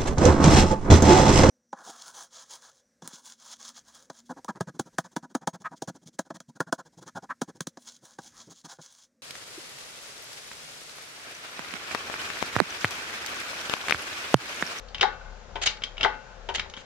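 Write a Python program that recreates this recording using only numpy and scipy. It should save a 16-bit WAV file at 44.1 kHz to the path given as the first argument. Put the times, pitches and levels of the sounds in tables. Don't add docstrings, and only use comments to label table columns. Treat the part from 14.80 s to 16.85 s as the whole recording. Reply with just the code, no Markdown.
import sys
import numpy as np
from scipy import signal
from scipy.fft import rfft, irfft
from scipy.io import wavfile
from scipy.ndimage import uniform_filter1d

SR = 44100
rng = np.random.default_rng(int(sys.argv[2]) if len(sys.argv) > 2 else 0)


def unload_wav(signal):
    wavfile.write(
        sys.argv[1],
        SR,
        np.round(np.clip(np.atleast_2d(signal).T, -1, 1) * 32767).astype(np.int16),
    )


N = 90404
T = np.arange(int(.8 * SR)) / SR

# time in seconds, relative level in dB.
RUMBLE_LEVELS = [(0.0, -46.5), (0.19, -51), (0.22, -52), (0.32, -48.5), (0.36, -52), (0.5, -41.5),
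                 (0.71, -56.5), (0.74, -44), (1.01, -53.5), (1.21, -43.5), (1.37, -50), (1.39, -59),
                 (1.66, -44), (1.76, -55), (1.78, -48), (2.05, -64)]
DRONE_LEVELS = [(0, -49.5), (.3, -49), (.65, -49), (.8, -41), (.95, -52), (1.15, -56.5), (1.3, -53),
                (1.45, -79), (1.63, -65), (1.72, -39.5), (1.88, -45), (2.05, -66)]
# frequency in Hz, relative level in dB.
HISS_SPECTRUM = [(20, -2.5), (70, -2.5), (110, -3.5), (240, -6), (305, -15.5), (380, -11.5), (520, -2.5),
                 (640, -8), (850, -7), (1100, -11), (1500, -8.5), (2000, -16), (4000, -19.5), (7000, -22.5),
                 (8000, -40), (9500, -43.5)]
WALL_SPECTRUM = [(200, 1), (450, -1), (900, -1), (2000, 1), (3000, -6), (4200, 1), (6000, -2.5),
                 (9000, -7.5)]
# frequency in Hz, time to decay by 60 dB (T60) in seconds.
ROOM_T60 = [(200, 0.49), (700, 0.21), (1700, 0.27), (3500, 0.19), (8000, 0.2)]
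# frequency in Hz, correlation coefficient.
COHERENCE = [(100, 0.79), (800, 0.57), (2500, 0.25), (5000, 0.17), (9000, 0.13)]
# frequency in Hz, gain in dB.
POSITION_DIPS = [(270, -4), (305, -9), (345, -0.5), (915, -1), (965, -9.5), (1015, -0.5)]
# frequency in Hz, left minus right in dB.
PORT_BALANCE = [(40, 10.5), (400, 11), (850, 10.5), (1450, 3.5), (2200, 4.5), (3100, 4.5), (4200, 0),
                (5600, 0), (6800, -2.5), (9000, -5)]

# frequency in Hz, relative level in dB.
LINKAGE_MODES = [(1430, -5), (2140, -20), (2290, -5), (2790, -2), (2870, -13.5), (3040, 3), (3185, -2.5),
                 (3630, -1), (3720, -5.5), (3850, -0.5), (4900, -12.5), (5480, -15.5), (6520, -16.5)]
# frequency in Hz, relative level in dB, T60 in seconds.
HANDLE_MODES = [(413, 0, 0.1), (567, -5.5, 0.085), (746, 0, 0.026), (879, 2.5, 0.074), (940, 4, 0.074),
                (1040, -17, 0.13), (1504, -3.5, 0.12)]
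FRAME_MODES = [(397.3, -11.5, 0.063), (690, -12.5, .05), (760, -2.5, 0.062), (878, 3.5, 0.064),
               (1016, -9, 0.11)]
CASING_MODES = [(527, -14.5, 1.3), (855, 1, .45), (867, -3.5, 0.1), (999, -3, 0.25), (1136, -0.5, .35),
                (1236, -5.5, .5), (1430, -29.5, .45), (1462, 3.5, 0.21), (1475, -4, 0.41),
                (1474, -2.5, 0.81), (1596, -3, 0.25), (1944, -25, .25), (2256, -21, .27), (2113, -3, .24),
                (2700, -12, 0.68)]
# frequency in Hz, relative level in dB.
RATTLE_SPECTRUM = [(300, -33), (520, -10.5), (650, -8.5), (850, -1.5), (1200, -22), (1400, -3.5), (1530, 7),
                   (1700, -31.5), (2200, -14.5), (4000, -21), (9000, -47.5)]
KNOCK_SPECTRUM = [(100, -25.5), (300, -19.5), (380, -4.5), (700, -7.5), (930, 2), (1300, -10), (2500, -7.5),
                  (3200, -3), (3800, -16), (6500, -24), (9500, -48.5)]
SCRAPE_SPECTRUM = [(100, -21.5), (800, -1), (1100, -11), (1600, -1.5), (3000, 3.5), (4300, -6), (4900, -8),
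                   (5700, -12), (6600, -5.5), (7300, -11), (7900, -19), (9400, -28)]
CLICK_SPECTRUM = [(100, -11.5), (500, -23.5), (1000, -14.5), (1900, -10), (3100, -4), (4400, -12),
                  (5500, -13), (7200, -28.5), (8000, -36.5), (9500, -45.5)]
CLACK_SPECTRUM = [(100, -31), (300, -18), (800, 5.5), (1000, 2.5), (1500, 12), (2150, 5), (2450, -16.5),
                  (3700, -1), (6000, -19), (9500, -49.5)]
THUMP_SPECTRUM = [(60, -7.5), (240, -15), (305, -25), (380, -2.5), (590, -16.5), (840, 20), (980, -17.5),
                  (1600, 0), (2600, -16), (8000, -46)]

# start in seconds, level in dB.
RATTLES = [(0.278, -47), (0.325, -38), (0.404, -42), (.447, -44), (0.482, -49), (.515, -52), (.621, -70.5),
           (1.296, -51.5), (1.336, -35.5), (1.405, -53), (1.464, -47.5), (1.49, -48), (1.52, -56)]
# start in seconds, level in dB, tilt in dB per octave.
KNOCKS = [(0.7562, -29.5, 0), (0.765, -34.5, -1), (1.6885, -27, 1), (1.697, -30.5, -3), (1.859, -46.5, -13)]
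# start in seconds, length in seconds, level in dB, tilt in dB per octave.
SCRAPES = [(0.217, 0.018, -24, -4.5), (0.8157, 0.0074, -30, -0.5), (0.824, 0.0092, -27.5, 3),
           (.835, 0.0059, -26, 2), (0.8593, .011, -19.5, 3.5), (1.195, 0.04, -34, -4.5),
           (1.237, 0.024, -27.5, -4), (1.741, .004, -39.5, 1.5), (1.7477, 0.015, -23, 0.5),
           (1.972, 0.048, -42.5, 1.5)]
# start in seconds, level in dB, tilt in dB per octave,
# ping frequency in Hz, ping level relative to the snap in dB.
CLICKS = [(.0855, -49, 8.5, 4510, 0), (0.1466, -29.5, -1.5, 3074, -2), (0.1821, -38, 3, 2770, 1),
          (.197, -38, -5, 1480, -13.5), (.2108, -17.5, 2, 3210, -7.5), (.2275, -26, 1.5, 3770, -3),
          (.8718, -17, 2, 2850, -8), (.971, -46, 4.5, 1536, -3.5), (1.0205, -37, -4, 3150, -13),
          (1.0372, -25.5, 3, 3214, 1.5), (1.1695, -45, -1.5, 2300, -4), (1.1802, -34.5, -2.5, 2890, 3),
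          (1.2097, -25.5, -2.5, 2710, -3), (1.231, -20.5, -0.5, 3124, -1), (1.239, -24.5, -4, 3260, -6.5),
          (1.7822, -33, -4.5, 3220, -15), (1.796, -25.5, -1, 2290, -20), (1.899, -45, 13.5, 6500, -13),
          (1.9378, -37.5, -1.5, 3050, -1), (1.9668, -41, 16, 3200, 5), (1.9735, -39, -6, 3170, -16)]
# start in seconds, clack level in dB, thump level in dB,
# delay from thump to rebound in seconds.
CLUNKS = [(0.2302, -17.5, -16, 0.0087), (1.2475, -17.5, -16.5, 0.00677)]


def amp(db):
    return 10 ** (np.asarray(db) / 20)


def curve_at(points, hz):
    known_hz, values = np.transpose(points)
    return np.interp(np.log(hz + 1), np.log(known_hz + 1), values)


def add(mix, start, sound):
    part = mix[:, max(round(start * SR), 0):][:, :sound.shape[-1]]
    part += sound[..., :part.shape[1]]


def unit(x):
    return x / np.sqrt(np.mean(x ** 2) * x.shape[-1] / SR * 100 + 1e-20)


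def noise(count):
    mid, side = rfft(rng.standard_normal((2, count)))
    coherence = np.clip(curve_at(COHERENCE, np.fft.rfftfreq(count, 1 / SR)), -1, 1)
    mid, side = mid * np.sqrt((1 + coherence) / 2), side * np.sqrt((1 - coherence) / 2)
    return irfft([mid + side, mid - side], count)


def coloured(x, spectrum, tilt_db=0):
    hz = abs(np.fft.fftfreq(4096, 1 / SR))
    octaves = np.log2(np.maximum(hz, 500) / 500)
    log_gain = np.log(amp(curve_at(spectrum, hz) + tilt_db * octaves))
    taps = np.fft.ifft(np.exp(np.conj(signal.hilbert(log_gain)))).real[:2048]
    return signal.fftconvolve(x, taps[None], axes=1)[:, :x.shape[1]]


def low_tone(levels, hz, wander, gain_db):
    t = np.arange(N) / SR
    drift = np.interp(t, np.linspace(0, t[-1], num=40), rng.standard_normal(40))
    phase = 2 * np.pi * np.cumsum(hz * (1 + wander * drift)) / SR
    return amp(np.interp(t, *np.transpose(levels)) + gain_db) * np.sin(phase)


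def background(hiss_db=-49):
    hiss = coloured(noise(N), HISS_SPECTRUM)
    rumble = low_tone(RUMBLE_LEVELS, hz=40, wander=.08, gain_db=5.5)
    drone = low_tone(DRONE_LEVELS, hz=75.3, wander=0.098, gain_db=-3.5)
    return amp(hiss_db) * hiss / hiss.std() + rumble + drone


def room(x, wet_db, build_s=0.0069):
    hz, t, bands = signal.stft(noise(len(T)), SR, nperseg=256)
    decay = amp(-60 * t / curve_at(ROOM_T60, hz)[:, None])
    tail = signal.istft(bands * decay, SR, nperseg=256)[1][:, :len(T)]
    build = 1 - np.exp(-(T / build_s) ** 2)
    spectrum = rfft(tail * build, 2 * len(T))
    power = abs(spectrum) ** 2
    evenness = np.sqrt(uniform_filter1d(power, size=1500) / uniform_filter1d(power, size=60))
    tail = irfft(spectrum * evenness)[:, :len(T)] * np.sqrt(build)
    tail /= np.linalg.norm(tail, axis=1, keepdims=True)
    return x + amp(wet_db) * signal.fftconvolve(x, coloured(tail, WALL_SPECTRUM), axes=1)[:, :N]


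def ring(modes, tilt_db=0):
    vibration = np.zeros(len(T))
    for k, (hz, db, t60) in enumerate(modes):
        envelope = amp(db + tilt_db * np.log2(hz) - 60 * T / t60) / np.sqrt(t60)
        vibration += (-1) ** k * envelope * np.sin(2 * np.pi * hz * T)
    return unit(vibration)


def linkage_ring(tilt_db=0, t60=0.035):
    return ring([(hz, db, t60) for hz, db in LINKAGE_MODES], tilt_db)


def contact(spectrum, hold_s, t60, tilt_db=0, snap=0):
    out = np.zeros((2, len(T)))
    t = T[:len(T) // 4]
    envelope = amp(-60 * np.maximum(t - hold_s, 0) / t60)
    excitation = unit(noise(len(t)) * envelope) + snap * unit(1. * (t == 0))
    out[:, :len(t)] = unit(coloured(excitation, spectrum, tilt_db))
    return out


def casing_rattles(casing_db=-6):
    out, casing = np.zeros((2, N)), ring(CASING_MODES)
    for start, db in RATTLES:
        chatter = contact(RATTLE_SPECTRUM, hold_s=0.0072, t60=0.17)
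        add(out, start, amp(db) * unit(chatter + amp(casing_db) * casing))
    return out


def handle_knocks(linkage_db=-8):
    out = np.zeros((2, N))
    for start, db, tilt in KNOCKS:
        body = ring(HANDLE_MODES) + amp(linkage_db + 2 * tilt) * linkage_ring()
        knock = contact(KNOCK_SPECTRUM, hold_s=0.0035, t60=0.075, tilt_db=tilt, snap=0.17)
        add(out, start, amp(db) * unit(knock + body))
    return out


def pivot_scrapes(slips_per_s=800, grit=0.255, linkage_db=-4):
    out = np.zeros((2, N))
    for start, length, db, tilt in SCRAPES:
        slips = (rng.random(len(T)) < slips_per_s / SR) * rng.standard_normal(len(T))
        force = (T < length) * (slips + grit * noise(len(T))) + (T == 0)
        rasp = unit(coloured(force, SCRAPE_SPECTRUM, tilt))
        tone = unit(signal.fftconvolve(force, linkage_ring(tilt)[None], axes=1)[:, :len(T)])
        add(out, start, amp(db) * unit(rasp + amp(linkage_db) * tone))
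    return out


def linkage_clicks(linkage_db=-1, casing_db=-17, ping_t60=.027):
    snaps, pings, casing = np.zeros((2, N)), np.zeros((2, N)), ring(CASING_MODES)
    for start, db, tilt, ping_hz, ping_db in CLICKS:
        crack = contact(CLICK_SPECTRUM, hold_s=0.0014, t60=0.054, tilt_db=tilt, snap=.6)
        body = amp(linkage_db) * linkage_ring(tilt) + amp(casing_db) * casing
        gain = amp(db) / np.hypot(1, amp(ping_db))
        add(snaps, start, gain * unit(crack + body))
        add(pings, start, gain * amp(ping_db) * ring([(ping_hz, 0, ping_t60)]))
    return room(snaps, wet_db=-8) + room(pings, wet_db=-3)


def frame_clunks(frame_db=-1, casing_db=-5, rebound_db=-7, thump_lag_s=.0045):
    out = np.zeros((2, N))
    casing, frame = amp(casing_db) * ring(CASING_MODES), amp(frame_db) * ring(FRAME_MODES)
    for start, clack_db, thump_db, rebound_s in CLUNKS:
        clack = contact(CLACK_SPECTRUM, hold_s=0.00072, t60=0.032, snap=0.89) + casing
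        thump = contact(THUMP_SPECTRUM, hold_s=0.00036, t60=0.035, snap=0.58) + frame
        rebound = contact(THUMP_SPECTRUM, hold_s=0.0037, t60=0.041)
        add(out, start, amp(clack_db) * unit(clack))
        add(out, start + thump_lag_s, amp(thump_db) * unit(thump))
        add(out, start + thump_lag_s + rebound_s, amp(thump_db + rebound_db) * rebound)
    return out


def scene():
    clicks = linkage_clicks()
    scrapes = room(pivot_scrapes(), wet_db=-6.5)
    clunks = room(frame_clunks(), wet_db=-10)
    knocks_and_rattles = room(handle_knocks() + casing_rattles(), wet_db=-7)
    return clicks + scrapes + clunks + knocks_and_rattles + background()


def record(dry):
    left_lag_s, cutoff_hz = .000055, 9900
    hz = np.fft.rfftfreq(2 * N, 1 / SR)
    lean_db = curve_at(PORT_BALANCE, hz) / 2
    ports = np.array([amp(lean_db) * np.exp(-2j * np.pi * hz * left_lag_s), amp(-lean_db)])
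    stereo = irfft(rfft(coloured(dry, POSITION_DIPS), 2 * N) * ports)[:, :N]
    lowpass = signal.firwin(101, cutoff_hz, window=("kaiser", 6), fs=SR)
    return signal.oaconvolve(stereo, lowpass[None], "same")


dry = scene()
out = record(dry)
unload_wav(out)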